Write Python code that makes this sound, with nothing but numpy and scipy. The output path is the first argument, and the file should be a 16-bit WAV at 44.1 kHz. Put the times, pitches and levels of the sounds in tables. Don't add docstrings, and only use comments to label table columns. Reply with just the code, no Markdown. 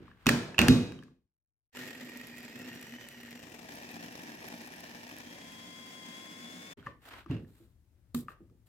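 import sys
import numpy as np
from scipy import signal
from scipy.fft import rfft, irfft, next_fast_len
from scipy.io import wavfile
from scipy.ndimage import uniform_filter1d

SR = 44100
rng = np.random.default_rng(int(sys.argv[2]) if len(sys.argv) > 2 else 0)


def volts(x):
    e = np.asarray(x, float) / 20
    return 10 ** e


def store_wav(level_fs):
    pcm = np.round(np.clip(np.atleast_2d(level_fs), -1, 1) * 32767)
    wavfile.write(sys.argv[1], SR, pcm.T.astype(np.int16))


N = 382768
T = np.arange(N) / SR
SIZE = next_fast_len(N + SR)
F = np.maximum(np.arange(SIZE // 2 + 1) * SR / SIZE, 1)
CUTS_S = (1.725, 6.737, 6.768)
# (start [s], end [s])
STAGES = [
    (3.3, 3.7),
    (5.2, 5.7),
]


def shape(points, hz=F):
    f, v = np.transpose(points)
    return np.interp(np.log(hz), np.log(f), v)


def spectrum(x, size=SIZE):
    return rfft(x.astype(np.float32), size)


def wave(x, size=SIZE):
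    return irfft(x.astype(np.complex64), size)[..., :N].astype(float)


def filt(x, gain):
    return wave(spectrum(x) * gain)


def unit(x):
    return x / np.sqrt(np.mean(x ** 2))


def band(lo_hz, hi_hz, f=F):
    cube = f * f * f
    below_hi = 1 / (1 + (cube / hi_hz ** 3) ** 2)
    below_lo = 1 / (1 + (cube / lo_hz ** 3) ** 2)
    return np.sqrt(np.abs(below_hi - below_lo))


def causal(points):
    c = irfft(np.log(volts(shape(points, np.maximum(np.arange(257) * SR / 512, 1)))))
    c[1:256] *= 2
    c[257:] = 0
    return irfft(np.exp(rfft(c)))


def pan(db):
    return volts(np.array([db, -db]) / 2)


def add(out, s, x):
    i = int(s * SR)
    out[..., i:i + x.shape[-1]] += x[..., :N - i]


def walk(rate):
    held = np.repeat(rng.standard_normal(int(rate * N / SR) + 2), 4)
    smooth = uniform_filter1d(uniform_filter1d(held, size=4), size=4)
    return unit(np.interp(4 * rate * T, np.arange(len(held)), smooth))


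def ports(gain=1, size=SIZE):
    # (frequency [Hz], correlation [1])
    likeness = [(100, 0.94), (300, 0.98), (600, 0.57), (2000, 0.29), (5000, 0.21), (12000, 0.041)]
    c = np.clip(shape(likeness, F[::SIZE // size][:size // 2 + 1]), 0, .999)
    mid, side = spectrum(rng.standard_normal((2, size)), size) * gain
    both = mid * np.sqrt(1 + c) + side * np.sqrt(1 - c) * np.array([[1], [-1]])
    return wave(both, size) / np.sqrt(2)


def ports_short():
    a, b, c = rng.standard_normal((3, SR // 50))
    return np.array([a + 0.6 * b, a + 1.3 * c]) / 1.11


def ring(hz, t60, length=.8, phase=0.):
    t = T[:int(length * SR)]
    return np.sin(2 * np.pi * hz * t + phase) * 1000. ** (-t / np.maximum(t60, .004))


def body(modes, scatter_db):
    out = 0
    for hz, db, t60 in modes:
        out = out + volts(db + scatter_db * rng.standard_normal()) * rng.choice([-1, 1]) * ring(hz, t60)
    return out


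def octaves():
    step = 8
    size = SIZE // step
    noise, f = rfft(ports(size=size)), F[::step][:size // 2 + 1]
    centres_hz = 44 * 2. ** np.arange(9)
    return [(hz, irfft(noise * band(hz / np.sqrt(2), hz * np.sqrt(2), f), size)[:, :SR]) for hz in centres_hz]


def room(x, bands, stretch, gap_s=0.0025):
    # (frequency [Hz], t60 [s])
    room_t60 = [(60, 0.5), (250, 0.89), (1000, 0.49), (3000, .6), (7000, 0.43), (14000, 0.34)]
    t = T[:SR]
    tail = sum(b * 1000. ** (-t / (stretch * shape(room_t60, hz))) for hz, b in bands)
    tail = tail * (1 - np.exp(-t / gap_s))
    return filt(x, spectrum(tail / np.sqrt(np.sum(tail ** 2) / 2)))


def kitchen():
    # (frequency [Hz], density [dB per Hz])
    rumble_colour = [(15, -36.5), (25, -13), (49, -9), (75, -5), (104, -16), (116, -5.5), (136, -22.5),
                     (341, -28), (392, -33), (915, -43.5), (1950, -47), (2340, -50), (6000, -60.5),
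                     (7800, -91.5), (13200, -120)]
    level_db, hiss_db = -72, -90.0
    hum = volts(-9.5 + 2 * walk(1.9)) * np.sin(2 * np.pi * 101 * T)
    rumble = unit(ports(volts(shape(rumble_colour)))) * volts(1.2 * walk(8.6)) + hum
    faint = (T > STAGES[1][1]) & (T < CUTS_S[1])
    return volts(level_db) * rumble * pan(7.1)[:, None] * volts(-8 * faint) + volts(hiss_db) * rng.standard_normal((2, N))


def rustle():
    # (loudest [s], rise [s], fall [s], level [dB], brightness
    # [dB])
    strokes = [(.09, 0.52, 0.1, -68.5, -21.5), (.25, 0.11, .02, -68, -15.5), (6.85, .2, .11, -70, -15.5),
               (7.15, .105, .115, -57.5, -16.5), (7.075, 0.069, .04, -65, -6),
               (7.32, 0.048, 0.12, -61, -23.5), (7.55, 0.18, 0.23, -83, 2), (8.16, .015, 0.093, -71, 14),
               (8.3, .03, 0.056, -75.5, -0.5), (8.148, .004, 0.0064, -73, 26.5), (8.672, .02, .02, -85, 5)]
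    # (frequency [Hz], density [dB per Hz])
    cloth = [(88, -45.5), (150, -23.5), (249, -2.5), (504, -7.5), (649, -5), (1660, -3.5), (1790, -5),
             (3100, -9.5), (16000, -43)]
    swish = [(2060, -38.5), (3500, -7), (4050, -5), (5670, -15.5), (7800, -2.5), (10300, -7.5), (13600, -1),
             (16000, -11)]
    stroke_db = 23.5
    drag = ports() * volts(1.9 * walk(300) + .6 * walk(60))
    dull = filt(drag, band(1, 5500) * volts(shape(cloth)))
    bright = filt(drag, volts(shape(swish)))
    low, high = 0, 0
    for s, rise, fall, db, bright_db in strokes:
        away = np.interp(T, [s - 3 * rise, s, s + 3 * fall], [3, 0, 3])
        stroke = volts(db - stroke_db * away ** 2)
        low = low + stroke
        high = high + volts(bright_db) * stroke
    return low * unit(dull) + high * unit(bright)


def thuds():
    # (time [s], peak [dB], pitch [Hz], ring length [s], table boom
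    # [dB])
    blows_on_table = [(0.004, -49.5, 350, 0.082, 5.5), (0.265, -23, 242, 0.067, 5),
                      (0.292, -20.5, 238.6, 0.22, -5.5), (0.5906, -13.5, 243.7, 0.035, -4.5),
                      (0.613, -19.5, 237.9, 0.16, -0.5), (0.6872, -7, 252.3, 0.095, -5.5),
                      (0.753, -21.5, 239.3, 0.16, -6), (6.775, -57.5, 105.6, 0.12, 1.5),
                      (6.857, -48.5, 121, 0.083, -1.5), (7.26, -48.5, 332.5, 0.053, -5),
                      (7.299, -31, 129, 0.04, -2.5), (7.314, -31, 255, 0.036, -8.5),
                      (7.334, -33, 112, 0.083, -7), (7.36, -44, 108.7, 0.1, -6.5),
                      (7.409, -48.5, 164.6, 0.1, -3.5), (7.448, -52.5, 105.7, 0.073, -4.5),
                      (7.602, -56.5, 335, 0.11, -2), (8.146, -28, 240.5, 0.13, -10),
                      (8.405, -52, 336.6, 0.092, -4.5), (8.502, -62, 118.4, 0.075, 3.5),
                      (6.771, -58, 402, .14, 6),
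        (6.875, -52, 560, .07, -3),
    ]
    # (frequency [Hz], gain [dB])
    table_colour = [(30, -21.5), (60, -4), (150, 5.5), (200, 0), (240, 3.5), (300, -0.5), (450, -8),
                    (800, -26.5), (3000, -66)]
    out, shudder, blows, t = np.zeros(N), np.zeros((2, N)), np.zeros(N), T[:int(.4 * SR)]
    wood = unit(ports(volts(shape(table_colour))))
    for s, db, hz, length, table_db in blows_on_table:
        turn = 2 * np.pi * hz * t
        rock = np.sin(turn) + .18 * np.sin(.64 * turn) + 0.092 * np.sin(1.42 * turn)
        add(out, s, volts(db - 7.0) * rock * 1000. ** -(t / length) ** 2 * (1 - np.exp(-t / 0.00034)))
        i = rng.integers(N - len(t))
        boom = wood[:, i:i + len(t)] * 1000. ** (-t / 0.41) * (1 - np.exp(-t / 0.0031))
        add(shudder, s, volts(db + table_db - 9.5) * boom)
        add(blows, s, volts(np.array([db + table_db + 29.5])))
    return (out + shudder) * pan(-1.5)[:, None], filt(blows, volts(shape(table_colour)))


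def ticks():
    # (time [s], peak [dB], ring [Hz], crack minus peak [dB])
    contacts = [(0.08, -47, 1140, -24.5), (0.114, -46, 1700, -33), (0.2594, -30, 1510, -9.5),
                (0.267, -8.5, 2570, -8.5), (.289, -16, 2600, -3.5), (.292, -7.5, 1770, -10),
                (0.544, -40.5, 1703, -13), (.545, -40.5, 2650, -16), (0.5817, -7, 2697, -23.5),
                (.59, -2, 2764, -13.5), (.615, -13.5, 2493, -10), (.683, -15.5, 1685, 1.5),
                (.921, -46, 1590, -3), (0.989, -48, 3104, -12), (1.025, -43.5, 1694, -14.5),
                (1.035, -49.5, 1683, -1), (1.081, -53, 1172, -18), (6.795, -58, 3200, -18.5),
                (6.827, -52, 1485, -19.5), (6.863, -42.5, 1780, -18), (6.867, -41, 1804, -21.5),
                (6.869, -33.5, 1141, -33), (7.261, -49, 1210, -17), (7.311, -45.5, 2820, -11.5),
                (7.341, -54, 2774, -12.5), (7.366, -56, 2900, -12), (7.447, -62, 1780, -20),
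                (7.298, -52, 902, -15), (8.147, -42, 1214, 0), (8.283, -35.5, 1233, -30),
                (8.304, -54.5, 1452, -25), (8.317, -53, 1601, -26), (8.332, -57, 1327, -25),
                (8.498, -74, 1235, -5.5)]
    # (peak [dB], t60 [s])
    ring_s = [(-44, 0.013), (-38.5, 0.017), (-7.5, .008)]
    # (frequency [Hz], left minus right [dB])
    ring_pan = [(1150, 5.5), (1700, 2.5), (2600, -6.5)]
    # (peak [dB], share [dB])
    shell_db = [(-45, -2), (-7.5, -12)]
    # (frequency [Hz], gain [dB])
    plastic = [(300, -7.5), (750, -3), (2500, 1.5), (5000, -4), (8000, -10), (12000, -16), (16000, -15)]
    # (mode [Hz], level [dB], t60 [s])
    blade = [(1155, -45, .4), (2500, -42.5, .4), (2890, -47, .3), (3730, -43, .25), (3830, -34, .38),
             (3905, -40, .3), (5043, -46, .25), (6560, -52, .25)]
    head = [(2580, -3.5, .1), (2710, 0, .12), (2840, -3, 0.18), (3467, -9, .1), (3830, -5, .14),
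            (5093, -14.5, .15)]
    rim = [(1140, -1, .22), (1780, -4.5, .12), (2720, -1.5, .04)]
    # (time [s], level [dB])
    head_blows = [
        (.269, -42),
        (.592, -31),
        (.686, -50),
        (7.311, -65),
        (7.341, -71),
        (7.366, -70),
    ]
    shell_hz, blade_s, rim_s = (1160, 1760, 2680), .69, 6.87
    tone, crack, blows, t = np.zeros((2, N)), np.zeros((2, N)), np.zeros((2, N)), T[:SR // 50]
    for s, db, hz, crack_db in contacts:
        t60 = np.interp(db, *np.transpose(ring_s))
        sides = pan(shape(ring_pan, hz))[:, None]
        add(crack, s, volts(db + crack_db + 2.5) * ports_short() * np.exp(-t / 0.0022) * sides)
        shell = sum(ring(f, 800 / f * t60, .1, 6 * rng.random()) for f in shell_hz)
        near = ring(hz, t60, .1) + volts(np.interp(db, *np.transpose(shell_db))) * shell
        onset = (1 - np.exp(-T[:len(near)] / 0.0011)) ** 2
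        add(tone, s, volts(db + 5.5) * near * onset * sides)
        add(blows, s, volts(np.array([[db], [db + crack_db]])))
    add(tone, blade_s, body(blade, 0.63) * (1 - np.exp(-T[:int(.8 * SR)] / 0.01)))
    for s, db in head_blows:
        add(tone, s, volts(db) * body(head, 1.5))
    add(tone, rim_s, volts(-58) * body(rim, .7))
    far = filt(volts(9.5) * blows[0], band(340, 2000))
    far = far + filt(volts(15.5) * blows[1], band(3900, 30000) * volts(shape(plastic)))
    return tone + signal.lfilter(causal(plastic), 1, crack), far + volts(-13.5) * tone.mean(0)


def whine():
    # (time [s], mesh [Hz], level [dB])
    mesh = [(5.15, 3240, -74), (5.34, 3270, -66), (5.41, 3284, -60.5), (5.77, 3327, -56.5),
            (5.9, 3300, -58), (6.1, 3332, -56), (6.48, 3410, -59), (6.73, 3510, -59)]
    # (multiple of mesh [1], level [dB])
    partials = [(.312, -7), (.629, -4), (1, 1), (1.422, -11), (1.566, -14), (1.994, -17), (2.34, -19)]
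    s, hz, db = np.transpose(mesh)
    waver = 1 + 0.0025 * walk(25) + .002 * walk(6)
    turn = 2 * np.pi * np.cumsum(np.interp(T, s, hz) * waver) / SR
    tones = 0
    for k, k_db in partials:
        tones = tones + volts(k_db + 0.77 * walk(17)) * np.sin(k * turn + (k > 1) * 1.1 * walk(70))
    tones = tones * pan(14.1)[:, None]
    onset = np.interp(T, [5.1, 5.3], [0, 1])
    hum = volts(-68) * np.sin(2 * np.pi * 100 * T)
    return onset * (np.sqrt(2) * volts(np.interp(T, s, db)) * tones + hum)


def labour():
    # (time [s], centre [Hz], level [dB])
    mesh = [(1.8, 2470, -71.5), (2.2, 2402, -63), (2.42, 2385, -59.5), (2.6, 2620, -59.5), (2.8, 2900, -60),
            (3.0, 3020, -59.5), (3.2, 2904, -61), (3.45, 2772, -66.5), (3.85, 2550, -62), (4.1, 2760, -63),
            (4.5, 2620, -67), (4.9, 2900, -65), (5.1, 2760, -67), (5.3, 3200, -72)]
    s, hz, db = np.transpose(mesh)
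    turn = 2 * np.pi * np.cumsum(np.interp(T, s, hz)) / SR
    smear = [walk(280) * np.sin(k * turn) + walk(280) * np.cos(k * turn) for k in (1, 2)]
    return volts(np.interp(T, s, db, -130, -130) + 1.4 * walk(30)) * (smear[0] + volts(-7) * smear[1])


def swarm(rate, spread_db, tail_s):
    knocks = (rng.random(N) < rate / SR) * volts(spread_db * np.minimum(rng.exponential(size=N), 4.5))
    return unit(signal.lfilter([1], [1, -np.exp(-1 / (tail_s * SR))], knocks))


def bowl(points, modes):
    return volts(shape(points) + sum(db / (1 + (2 * (F - hz) / width) ** 2) for hz, width, db in modes))


def rattle():
    # (time [s], boom [dB])
    load = [(1.72, -92), (1.75, -62), (1.79, -47.5), (2.41, -52), (2.56, -48.5), (3.25, -55), (3.86, -50),
            (4.39, -50), (5.71, -55), (6.75, -51.5)]
    # (frequency [Hz], density [dB per Hz])
    above = [(18, -58), (30, -57.5), (127, -7), (199, -14), (245, -7.5), (287, -12), (336, -11),
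             (1070, -22.5), (1910, -14), (2120, -16.5), (4530, -25), (7270, -29.5), (9710, -36),
             (13000, -28.5), (16000, -37)]
    beside = [(18, -54), (30, -29), (199, -2), (239, 4), (415, -13), (889, -6), (1280, -16), (1810, -13.5),
              (2120, -17.5), (2350, -12), (4420, -22.5), (5590, -21), (8740, -30.5), (13700, -32),
              (16000, -33)]
    crumbs = [(18, -65), (30, -70), (84, -21.5), (252, -2.5), (415, -18), (600, -15.5), (988, -19.5),
              (1070, -20.5), (1160, -22), (1810, -15), (3060, -22.5), (3400, -18.5), (3870, -24.5),
              (6720, -23.5), (16000, -37)]
    # (centre [Hz], width [Hz], height [dB])
    modes_above = [(242.4, 35, 10.5), (1860, 170, 7.5), (2550, 410, 1.5), (5423, 180, 3.5),
                   (7500, 630, 7.5), (13600, 900, 4.5)]
    modes_beside = [(242, 130, -5.5), (620, 33, 1.5), (1805, 470, 12), (2340, 150, 4.5), (5400, 350, 2.5),
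                    (12400, 600, 5)]
    modes_crumbs = [(165, 70, 5), (100, 25, 4), (4300, 500, -3), (5250, 200, 3), (6650, 200, 3),
                    (15300, 1500, 6)]
    # (rattle [dB], ice hiss [dB], left minus right [dB], lowest boom [Hz])
    mixes = [
        (-54, -57.5, -0.6, 51),
        (-55.5, -54, 1.5, 70),
        (-53.5, -55.5, 0.2, 120),
    ]
    usual_db, follow = -53, 0.49
    crash_db, crash_s = 6, 0.14
    boom_db = np.interp(T, *np.transpose(load))
    busy_db = follow * (boom_db - usual_db) + crash_db * np.exp(-np.abs(T - 1.77) / crash_s)
    boom, busy = volts(boom_db), volts(busy_db)
    first, second = (np.interp(T, stage, [0, 1]) for stage in STAGES)
    coarse, grind = swarm(750, 4.3, 0.00255), swarm(1900, 3.3, 0.0045)
    views = ((1 - first, coarse, bowl(above, modes_above)),
             (first - second, coarse, bowl(beside, modes_beside)),
             (second, grind, bowl(crumbs, modes_crumbs)))
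    out = 0
    for (share, force, colour), (rattle_db, hiss_db, pan_db, low_hz) in zip(views, mixes):
        sound = spectrum(ports() * (0.65 + force)) * colour
        layers = (((low_hz, 550), boom),
                  ((550, 3600), busy * volts(rattle_db)),
                  ((3600, 30000), busy * volts(hiss_db)))
        for edges, gain in layers:
            layer = unit(wave(sound * band(*edges)))
            out = out + np.sqrt(np.clip(share, 0, 1)) * gain * layer * pan(pan_db)[:, None]
    return out


def lumps():
    # (time [s], peak [dB])
    big = [(1.7702, -42), (1.8745, -45), (2.0918, -43), (2.1725, -38), (2.2708, -41), (2.3813, -44),
           (2.5906, -41.5), (2.7299, -43.5), (2.7518, -41.5), (2.8129, -39.5), (2.8279, -38.5),
           (2.869, -42.5), (3.087, -34.5), (3.3084, -41.5), (3.5463, -43), (3.7381, -42.5), (3.7546, -38),
           (3.913, -44), (4.2333, -45), (4.4855, -38), (4.6743, -39.5), (4.8049, -38.5), (5.166, -44.5),
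           (5.185, -41), (5.5204, -46.5)]
    chips_db, chips_s = -46.5, (1.76, 5.2)
    wall_db, lump_pan_db = -50, (0, 5)
    out, t = np.zeros((2, N)), T[:SR // 50]
    chips = [(np.interp(a, [0, 1], chips_s), chips_db + 4.5 * (b - .5)) for a, b in rng.random(size=(45, 2))]
    for s, db in big + chips:
        crack = signal.lfilter([1, 0, -.8], 1, ports_short()) * np.exp(-t / .0012)
        wall = ring(1936, 0.055, .02, 6 * rng.random()) + 1.76 * ring(2556, 0.014, .02, 6 * rng.random())
        pan_db = np.interp(s, STAGES[0], lump_pan_db) + 3 * rng.standard_normal()
        hit = volts(db - 4.0) * crack + volts(wall_db + 2.7 * rng.standard_normal()) * wall
        add(out, s, hit * pan(pan_db)[:, None])
    return out


def knocks():
    # (time [s], peak [dB], pitch [Hz])
    dull_knocks = [(1.75, -44, 953), (1.769, -38.5, 2855), (1.834, -35.5, 1826), (1.911, -40.5, 1828),
                   (1.949, -38.5, 1878), (2.021, -39, 1935), (2.09, -39.5, 2360), (2.119, -41.5, 1956),
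                   (2.157, -37, 1878), (2.204, -40, 1850), (2.324, -44, 1900), (2.342, -40.5, 1850),
                   (2.434, -42.5, 1901), (2.48, -40, 1890), (2.526, -41, 1886), (2.596, -42.5, 1899),
                   (2.667, -42, 1840), (2.694, -41, 1880), (2.717, -40.5, 1850), (2.868, -39.5, 1890),
                   (2.939, -40, 1885), (2.985, -40, 1882), (3.066, -41.5, 1884), (3.145, -41.5, 1893),
                   (3.28, -40, 1830), (3.651, -43, 641), (3.744, -40, 686), (3.786, -38, 619),
                   (3.965, -41, 816), (4.009, -40.5, 608), (4.151, -41, 701), (4.206, -39.5, 1750),
                   (4.276, -37, 1850), (4.318, -40.5, 1746), (4.354, -42, 1722), (4.418, -42.5, 932),
                   (4.443, -38, 872), (4.536, -41.5, 2360), (4.611, -41, 1868), (4.675, -39.5, 826),
                   (4.952, -42, 852), (5.032, -43.5, 2370), (5.112, -39.5, 2575), (5.359, -42.5, 574)]
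    out = np.zeros(N)
    for s, db, hz in dull_knocks:
        side_modes = ring(hz * 1.2, 0.024, .04) + ring(hz * 0.494, 0.024, .04)
        add(out, s, volts(db - 2.5) * (ring(hz, 0.04, .04) + .5 * side_modes))
    return out


def chopper():
    return (rattle() + lumps() + knocks() + whine() + labour()) * ((T > 1.72) & (T < 6.75))


def fader():
    (a, b, c), half = CUTS_S, .005
    one, two, three = 4, -2.5, 7.5
    start_s, end_s, depth_db = .7, 1.316, -31
    fade = depth_db * np.clip((T - start_s) / (end_s - start_s), 0, 1) ** 4
    on = lambda s: np.clip((T - s + half) / (2 * half), 0, 1)
    silence_db = -70 * (on(b) - on(c))
    return volts((1 - on(a)) * (one + fade) + (on(a) - on(b)) * two + silence_db + on(c) * three)


def scene():
    (hits, hits_far), (low, table), machine, bands = ticks(), thuds(), chopper(), octaves()
    machine = (machine + room(volts(-11.5) * machine.mean(0), bands, 0.75)) * (T < 6.75)
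    far, late = hits_far + table, T > 4
    wet = room(far * ~late, bands, 1.09)
    wet = wet + room(far * late + volts(-24) * hits.mean(0) * late, bands, 0.51)
    return (kitchen() + rustle() + low + hits + machine + wet) * fader()


def top_cut(x):
    return signal.sosfilt(signal.butter(12, 15950, fs=SR, output="sos"), x)


def record(dry):
    # (frequency [Hz], left leads by [rad])
    port_phase = [(50, 0), (1200, .5), (2800, .4), (3700, 3), (8000, 8), (16000, 16)]
    near = filt(dry[1], np.exp(-1j * shape(port_phase)))
    beside = np.interp(T, [3.3, 3.7, 6.75, 6.76], [0, 1, 1, 0])
    delayed = np.roll(dry[1], 13)
    right = near * np.sqrt(1 - beside) ** 1.5 + delayed * np.sqrt(beside) ** 1.5
    x = filt(np.array([dry[0], right]), band(42, 40000))
    return top_cut(np.tanh(x))


dry = scene()
out = record(dry)
store_wav(out)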